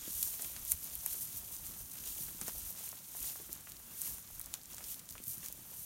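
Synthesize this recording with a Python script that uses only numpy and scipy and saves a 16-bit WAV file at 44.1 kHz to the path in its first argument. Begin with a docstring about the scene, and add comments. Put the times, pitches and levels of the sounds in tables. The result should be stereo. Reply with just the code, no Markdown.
"""An open cattle yard: slow steps on dry straw and stubble, heard by one microphone.
Each step swells a swish of tiny stalk fractures and a darker crunch, both made of short rings and noise.
Single stalks snap, clods knock and the earth thuds: noise bursts through clicks tuned to each break.
Light wind rumbles on the microphone as low noise, over the steady filtered hiss of the yard."""
import sys
import numpy as np
from scipy import signal
from scipy.fft import rfft, irfft, next_fast_len
from scipy.io import wavfile
from scipy.ndimage import map_coordinates

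SR = 44100
rng = np.random.default_rng(int(sys.argv[2]) if len(sys.argv) > 2 else 0)


def inscribe(sig):
    """Save sig as 16-bit PCM at rate SR to the path in sys.argv[1].

    A 1-D sig is mono; a 2-D sig holds one channel per row.
    Samples are clipped to [-1, 1] before scaling.
    """
    pcm = np.round(np.clip(np.atleast_2d(sig).T, -1, 1) * 32767)
    wavfile.write(sys.argv[1], SR, pcm.astype(np.int16))


N = 257974  # length in samples

# A foot pressing or brushing through the litter. Each row: greatest pressure in seconds, rise in seconds,
# fall in seconds, relative swish of fine straw in dB, relative crunch of coarse stubble in dB.
FOOTSTEPS = [(0.234, 0.18, 0.18, -39.5, -71), (0.426, 0.038, 0.17, -44, -66),
             (0.719, 0.056, .025, -38.5, -64), (0.837, .04, .14, -48, -72), (1.129, .13, 0.027, -42, -56.5),
             (1.229, 0.088, 0.039, -41, -79), (1.378, 0.078, .03, -45, -63), (1.54, 0.055, 0.065, -49, -60),
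             (1.657, 0.0319, 0.13, -48, -61), (1.805, 0.031, 0.051, -48, -72), (2.08, 0.12, .17, -47, -56),
             (2.224, 0.17, .09, -44, -67), (2.484, 0.12, .04, -47, -56.5), (2.598, .15, 0.035, -45.5, -65),
             (2.702, 0.088, 0.032, -45, -61), (2.79, 0.042, .08, -48.5, -55.5),
             (2.86, .08, .13, -47.5, -62), (3.262, 0.14, 0.14, -41.5, -54.5),
             (3.531, 0.033, 0.044, -49, -60), (3.685, 0.019, .05, -56, -61.5), (4.073, .14, .1, -41.5, -57),
             (4.349, .1, 0.17, -52, -64), (4.543, 0.029, 0.039, -50, -56.5),
             (4.717, .04, .13, -51.5, -63.5), (4.919, .075, .045, -42, -56.5), (5.11, 0.021, .15, -53, -66),
             (5.3, .045, 0.088, -42.5, -74.5), (5.448, 0.031, 0.074, -46.5, -56.5),
             (5.835, 0.21, 0.072, -46.5, -76)]


def amp(db):
    """Decibels to gain."""
    return 10 ** (np.asarray(db) / 20)


def unit(x):
    """Scale to rms 1."""
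    return x / np.sqrt(np.mean(x ** 2) + 1e-20)


def curves(rows):
    """One value per sample for each column after the time, in straight lines between rows."""
    s, *cols = np.transpose(rows)
    return [np.interp(np.arange(N) / SR, s, c) for c in cols]


def wobble(rate):
    """A smooth random curve, rate knots a second."""
    knots = rng.standard_normal(int(N * rate / SR) + 4)
    return map_coordinates(knots, [np.arange(N) * rate / SR])


def filtered(x, response):
    """x times a response of frequency."""
    m = next_fast_len(N + 8192)
    spectrum = rfft(x, m) * response(np.fft.rfftfreq(m, 1 / SR))
    return irfft(spectrum, m)[..., :N]


def coloured(x, spectrum):
    """x through (Hz, dB) points on a log axis, at rms 1."""
    f, db = np.transpose(spectrum)
    return unit(filtered(x, lambda hz: amp(np.interp(np.log(hz + 1), np.log(f), db))))


def swell(s, rise_s, fall_s, swing_db):
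    """A gain that climbs evenly in dB to 1 at time s, then sinks; it moves swing_db per rise or fall time."""
    t = np.arange(N) / SR - s
    return amp(-swing_db * np.maximum(-t / rise_s, t / fall_s))


def pulse(centre_hz, octaves, steepness, size=2048):
    """A causal click of peak 1 whose energy lies in a bell around its centre; low steepness gives wide skirts."""
    away = np.log2((np.fft.rfftfreq(size, 1 / SR) + 1) / centre_hz) / octaves
    log_gain = -steepness * np.log(1 + away ** 2 / (4 * steepness))
    cepstrum = irfft(log_gain)
    # doubling the first half of the cepstrum packs the energy at the onset (minimum phase)
    click = irfft(np.exp(rfft(2 * cepstrum[:size // 2], size)))
    return click / np.abs(signal.hilbert(click)).max()


def add(track, s, sound):
    """Mix a sound into a track at a time."""
    part = track[max(round(s * SR), 0):][:len(sound)]
    part += sound[:len(part)]


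def fracture(click, tear_t60, splinter_db, splinter_t60):
    """One sharp break that tears on, then a spray of splinters of the same colour; each t60 is s to fall 60 dB."""
    t = np.arange(SR // 8) / SR
    tear, spray = rng.standard_normal((2, len(t)))
    tear *= amp(-60 * t / tear_t60)
    force = .5 * tear / np.linalg.norm(tear)
    force[0] = 1  # the break itself
    crack = signal.fftconvolve(force, click)
    splinters = signal.fftconvolve(spray * amp(-60 * t / splinter_t60), click)
    # the break carries the energy of the plain click, the splinters a share of it
    crack /= np.linalg.norm(crack)
    splinters *= amp(splinter_db) / np.linalg.norm(splinters)
    return np.linalg.norm(click) * (crack + splinters)


def crackle(rate, spread_db, low_hz, high_hz, life, size=160):
    """Tiny breaks at random moments, rate a second: each rings at its own pitch and fades over life seconds."""
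    start = np.flatnonzero(rng.random(N) < rate / SR)
    pitch, chance, phase = rng.random((len(start), 3)).T[:, :, None]
    t = np.arange(size) / SR
    strength = amp(-spread_db * np.log(chance + .015))  # a positive spread leaves a few breaks much stronger
    hz = low_hz + pitch * (high_hz - low_hz)
    rings = strength * np.exp(-t / life) * np.sin(2 * np.pi * (hz * t + phase))
    samples = start[:, None] + np.arange(size)
    return unit(np.bincount(samples.ravel(), rings.ravel(), N + size)[:N])


def slips(rate, life, depth_db):
    """A gain that jumps whenever a bunch of stalks gives way, rate a second, and sinks again over life seconds."""
    jumps = (rng.random(N) < rate / SR) * rng.random(N)
    surge = signal.lfilter([1], [1, -np.exp(-1 / (life * SR))], jumps)
    return unit(amp(depth_db * unit(surge - surge.mean())))


def wind():
    """Relative strength of the wind as a gain: short puffs that come and go over a wandering breeze."""
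    # The light air between puffs. Each row: time in seconds, relative level in dB.
    breeze = [(0, -67.5), (2.5, -63), (3.0, -72), (3.7, -66), (4.5, -64), (5.5, -69), (5.85, -63)]
    # Puffs on the microphone. Each row: peak in seconds, relative level in dB, time to rise or sink in seconds.
    puffs = [(0.141, -55.5, 0.22), (0.602, -53.5, 0.17), (0.746, -45, 0.024), (0.97, -52, .07),
             (1.12, -54, 0.037), (1.393, -57, 0.11), (1.689, -56, 0.077), (1.823, -50, 0.056),
             (2.571, -51, .06), (2.66, -52.5, 0.091), (3.22, -54, 0.062), (4.129, -54, 0.059),
             (4.364, -55, 0.19), (5.147, -52.5, 0.071)]
    swing_db, eddies_per_s = 3, 12
    power = amp(curves(breeze)[0] + swing_db * wobble(eddies_per_s)) ** 2
    for s, db, length_s in puffs:
        power += (amp(db) * swell(s, length_s, length_s, swing_db=18.5)) ** 2
    return np.sqrt(power)


def air():
    """The steady hush of the open yard, and low eddies on the microphone: two noises of different colour."""
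    # Level of the hush. Each row: time in seconds, level in dB.
    hush_level = [(0, -59), (2.3, -57), (3.0, -59), (4.2, -57.5), (5.85, -59.5)]
    # Colour of the hush. Each row: frequency in Hz, relative density in dB.
    yard_colour = [(30, -47), (70, -2), (160, -2), (260, -6.5), (450, -15.5), (750, -16), (1100, -15),
                   (2000, -18.5), (5000, -21.5), (15000, -15)]
    # Colour of wind on the microphone. Each row: frequency in Hz, relative density in dB.
    buffet_colour = [(15, -15.5), (28, -10), (48, -2), (70, -3.5), (120, -15), (250, -27), (700, -58)]
    hush_gain = amp(curves(hush_level)[0] + 1.47 * wobble(14))
    hush = hush_gain * coloured(rng.standard_normal(N), yard_colour)
    eddies = amp(-2) * wind() * coloured(rng.standard_normal(N), buffet_colour)
    return hush + eddies


def tread():
    """Swish and crunch in dB: every step loads the litter and lets it go, on top of its steady stirring."""
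    # Litter that keeps stirring between steps. Each row: time in seconds, relative swish in dB,
    # relative crunch in dB.
    stirring = [(0, -53.5, -56.5), (1.55, -50, -65), (1.92, -53.5, -73.5), (2.3, -51, -62),
                (3.0, -55.5, -69), (3.7, -56, -69), (4.65, -60, -71), (5.85, -59, -66.5)]
    swing_db = 10  # gained over the rise, lost over the fall
    uneven_db, uneven_per_s = 0.35, 25  # the litter is never evenly thick
    power = amp(curves(stirring)) ** 2
    for s, rise_s, fall_s, swish_db, crunch_db in FOOTSTEPS:
        press = amp([[swish_db], [crunch_db]]) * swell(s, rise_s, fall_s, swing_db)
        power += press ** 2
    return 10 * np.log10(power) + uneven_db * wobble(uneven_per_s)


def straw(swish_db):
    """Fine stalks rub and crack; harder pressure breaks more of them a second."""
    # Colour of fine straw. Each row: frequency in Hz, relative density in dB.
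    straw_colour = [(500, -29), (2000, -25.5), (3000, -19.5), (5000, -14), (6000, -6), (8000, -6.5),
                    (8700, -1.5), (9600, -0.3), (10400, -4.5), (11400, 0.5), (14000, 1), (15800, -3)]
    pressure = amp(swish_db - swish_db.max())
    cracks = crackle(rate=1500 + 9000 * pressure, spread_db=2.5, low_hz=2004, high_hz=16300, life=0.0002)
    rubbing = rng.standard_normal(N)
    level = amp(swish_db + 1.5) * slips(rate=130, life=0.009, depth_db=1.1)
    return level * coloured(cracks + rubbing, straw_colour)


def stubble(crunch_db):
    """Coarse stems and dry dirt crumble in darker, sparser grains of nearly even strength, amid dusty noise."""
    # Colour of coarse stubble. Each row: frequency in Hz, relative density in dB.
    stubble_colour = [(120, -3), (300, -1.5), (600, -4.5), (1050, -4), (1900, -4), (3300, 1.5),
                      (5000, -0.5), (7000, 8), (15000, -16)]
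    grains = crackle(rate=1100, spread_db=-0.5, low_hz=197, high_hz=6720, life=0.00055)
    dust = amp(3.5) * rng.standard_normal(N)
    level = amp(crunch_db + 4.5) * slips(rate=120, life=0.0076, depth_db=1.77)
    return level * coloured(grains + dust, stubble_colour)


def crumbs(crunch_db, count=70):
    """Small lumps of dry earth are crushed between the larger clods, louder where the stubble crunches."""
    track = np.zeros(N)
    for moment, size, pitch in rng.random((count, 3)):
        at = int(moment * N)
        db = -57.5 + 6 * size + 0.4 * (crunch_db[at] - crunch_db.mean())
        click = pulse(500 * 2 ** pitch, octaves=0.45, steepness=26)
        crumb = fracture(click, tear_t60=0.012, splinter_db=-5.5, splinter_t60=0.12)
        add(track, at / SR, amp(db) * crumb)
    return track


def thuds():
    """Weight lands on the earth: a low push, and the litter settles after it."""
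    # Soft footfalls on packed earth. Each row: start in seconds, relative level in dB, centre in Hz.
    footfalls = [(0.077, -43, 240), (0.444, -49.5, 203), (1.344, -50, 148), (1.698, -51, 131.1),
                 (2.1, -50, 170), (2.205, -49, 164.4), (2.303, -52, 270.5), (2.346, -51, 230),
                 (2.417, -44.5, 180.8), (2.481, -47, 200.4), (3.205, -49.5, 182.4), (3.398, -47.5, 283.5),
                 (3.492, -47, 286), (4.115, -51, 131), (4.886, -54, 110.5), (5.106, -49.5, 161.3),
                 (5.201, -48.5, 253), (5.272, -48, 116), (5.374, -48.5, 136.4), (5.588, -49, 148),
                 (5.789, -54, 119)]
    track = np.zeros(N)
    for s, db, hz in footfalls:
        click = pulse(hz, octaves=0.43, steepness=7.4)
        thud = fracture(click, tear_t60=0.0098, splinter_db=-2.5, splinter_t60=0.15)
        add(track, s, amp(db - 1.5) * thud)
    return track


def knocks():
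    """Clods give way with a dull knock of a few cycles and crumble; the lower the knock, the longer it tears."""
    # Clods and thick stems giving way. Each row: start in seconds, relative level in dB, centre in Hz,
    # width in octaves.
    clods = [(0.081, -45, 415, 1.4), (0.3955, -41, 860, 0.66), (0.431, -38, 700, 1.8),
             (0.447, -39, 450, 1.23), (0.447, -28, 3420, 0.83), (0.5645, -27, 2300, 1.26),
             (0.7194, -29, 2260, 0.81), (1.0624, -36.5, 1300, 0.68), (1.955, -39, 502, 1.4),
             (2.285, -33, 502, 1.7), (2.4137, -36, 1219, 0.81), (2.4185, -29, 446, 2.4),
             (2.48, -32, 1600, 1.6), (2.482, -32.5, 457, 1), (2.4957, -34, 1000, 1.2),
             (2.929, -43.5, 794, 0.65), (3.15, -44.5, 850, 0.56), (3.2187, -39, 2610, .7),
             (3.358, -43.5, 743, 0.69), (3.401, -41.5, 346, 1.24), (3.494, -42.5, 607, 1.1),
             (3.672, -39.5, 1455, 0.56), (4.184, -45, 893, .9), (4.402, -45.5, 1394, 0.59),
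             (4.54, -38.5, 1389, 0.58), (4.7823, -34, 2080, 0.91), (4.807, -41, 1100, 0.69),
             (5.1538, -37.5, 835, 0.84), (5.18, -41.5, 2696, 0.27), (5.43, -45.5, 1710, 0.45)]
    tear_cycles = 15  # time to fall 60 dB, in cycles of the clod's own pitch
    track = np.zeros(N)
    for s, db, hz, octaves in clods:
        click = pulse(hz, octaves, steepness=16)
        knock = fracture(click, tear_t60=tear_cycles / hz, splinter_db=-3.5, splinter_t60=0.093)
        add(track, s, amp(db + 1) * knock)
    return track


def twigs(swish_db, count=6):
    """Every step breaks a few small stalks around it, each with its own colour, louder under a heavy foot."""
    scatter_s = .13  # at most this long before or after a step's greatest pressure
    track = np.zeros(N)
    for step_s, *_ in FOOTSTEPS:
        for moment, size, pitch in rng.random((count, 3)):
            s = np.clip(step_s + scatter_s * (2 * moment - 1), 0, (N - 1) / SR)
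            db = -38 + 9 * size + 0.083 * (swish_db[int(s * SR)] - swish_db.mean())
            click = pulse(6000 * 2 ** pitch, octaves=0.44, steepness=4.1)
            twig = fracture(click, tear_t60=0.003, splinter_db=-11, splinter_t60=0.06)
            add(track, s, amp(db) * twig)
    return track


def snaps():
    """Brittle stalks break with a bright tick and a short spray."""
    # Single stalks breaking. Each row: start in seconds, relative level in dB, centre in Hz, width in octaves.
    stalks = [(0.14, -24, 10200, 0.65), (0.2283, -11, 10900, 0.7), (0.2304, -14.5, 9000, .55),
              (0.4216, -21.5, 9000, 0.32), (0.565, -32, 6100, 0.44), (0.651, -25, 11300, .23),
              (0.7046, -19, 12400, 0.22), (0.717, -22, 12000, .37), (0.7194, -9, 10490, 0.29),
              (0.7761, -30, 12100, 0.36), (0.954, -19, 12200, 0.33), (1.0621, -10.5, 13000, 0.46),
              (1.6657, -24.5, 10700, 0.36), (2.4142, -21.5, 7800, 0.43), (2.481, -25.5, 8500, 0.31),
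              (2.8908, -24.5, 11340, 0.24), (3.5297, -22, 10340, 0.3), (3.72, -27.5, 8450, 0.72),
              (4.0176, -16.5, 9680, 0.3), (4.0763, -28, 13140, 0.51), (4.1836, -30, 10150, 0.51),
              (4.3965, -24.5, 10300, 0.33), (4.414, -22, 9700, 0.49), (4.4437, -33, 8100, .54),
              (4.46, -27.5, 8420, 0.48), (4.54, -17, 6000, 0.58), (4.7457, -29, 8330, 0.39),
              (4.7823, -30.5, 6520, 0.31), (4.842, -26, 10520, .61), (4.9436, -28, 7810, 0.68),
              (4.997, -29, 9300, 0.7), (5.0907, -29, 7680, 0.43), (5.108, -24, 12150, 0.67),
              (5.2396, -28, 10370, 0.37), (5.2817, -21, 12120, .26), (5.2935, -26, 12770, 0.24),
              (5.3816, -27.5, 11450, 0.32), (5.461, -22, 10230, 0.66), (5.485, -22.5, 10260, 0.86),
              (5.5257, -22, 11900, 0.46)]
    track = np.zeros(N)
    for s, db, hz, octaves in stalks:
        click = pulse(hz, octaves, steepness=3.4)
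        snap = fracture(click, tear_t60=0.00087, splinter_db=-7, splinter_t60=0.024)
        add(track, s, amp(db + 3.5) * snap)
    return track


def scene():
    """Everything meets at one microphone and feeds both channels."""
    swish_db, crunch_db = tread()
    litter = straw(swish_db) + stubble(crunch_db) + twigs(swish_db) + crumbs(crunch_db)
    mono = litter + snaps() + knocks() + thuds() + air()
    return np.array([mono, mono])


def record(dry):
    """The recorder keeps almost nothing above its band limit: a very steep low-pass."""
    top_hz = 15980
    return filtered(dry, lambda hz: 1 / (1 + (hz / top_hz) ** 400))


dry = scene()
out = record(dry)
inscribe(out)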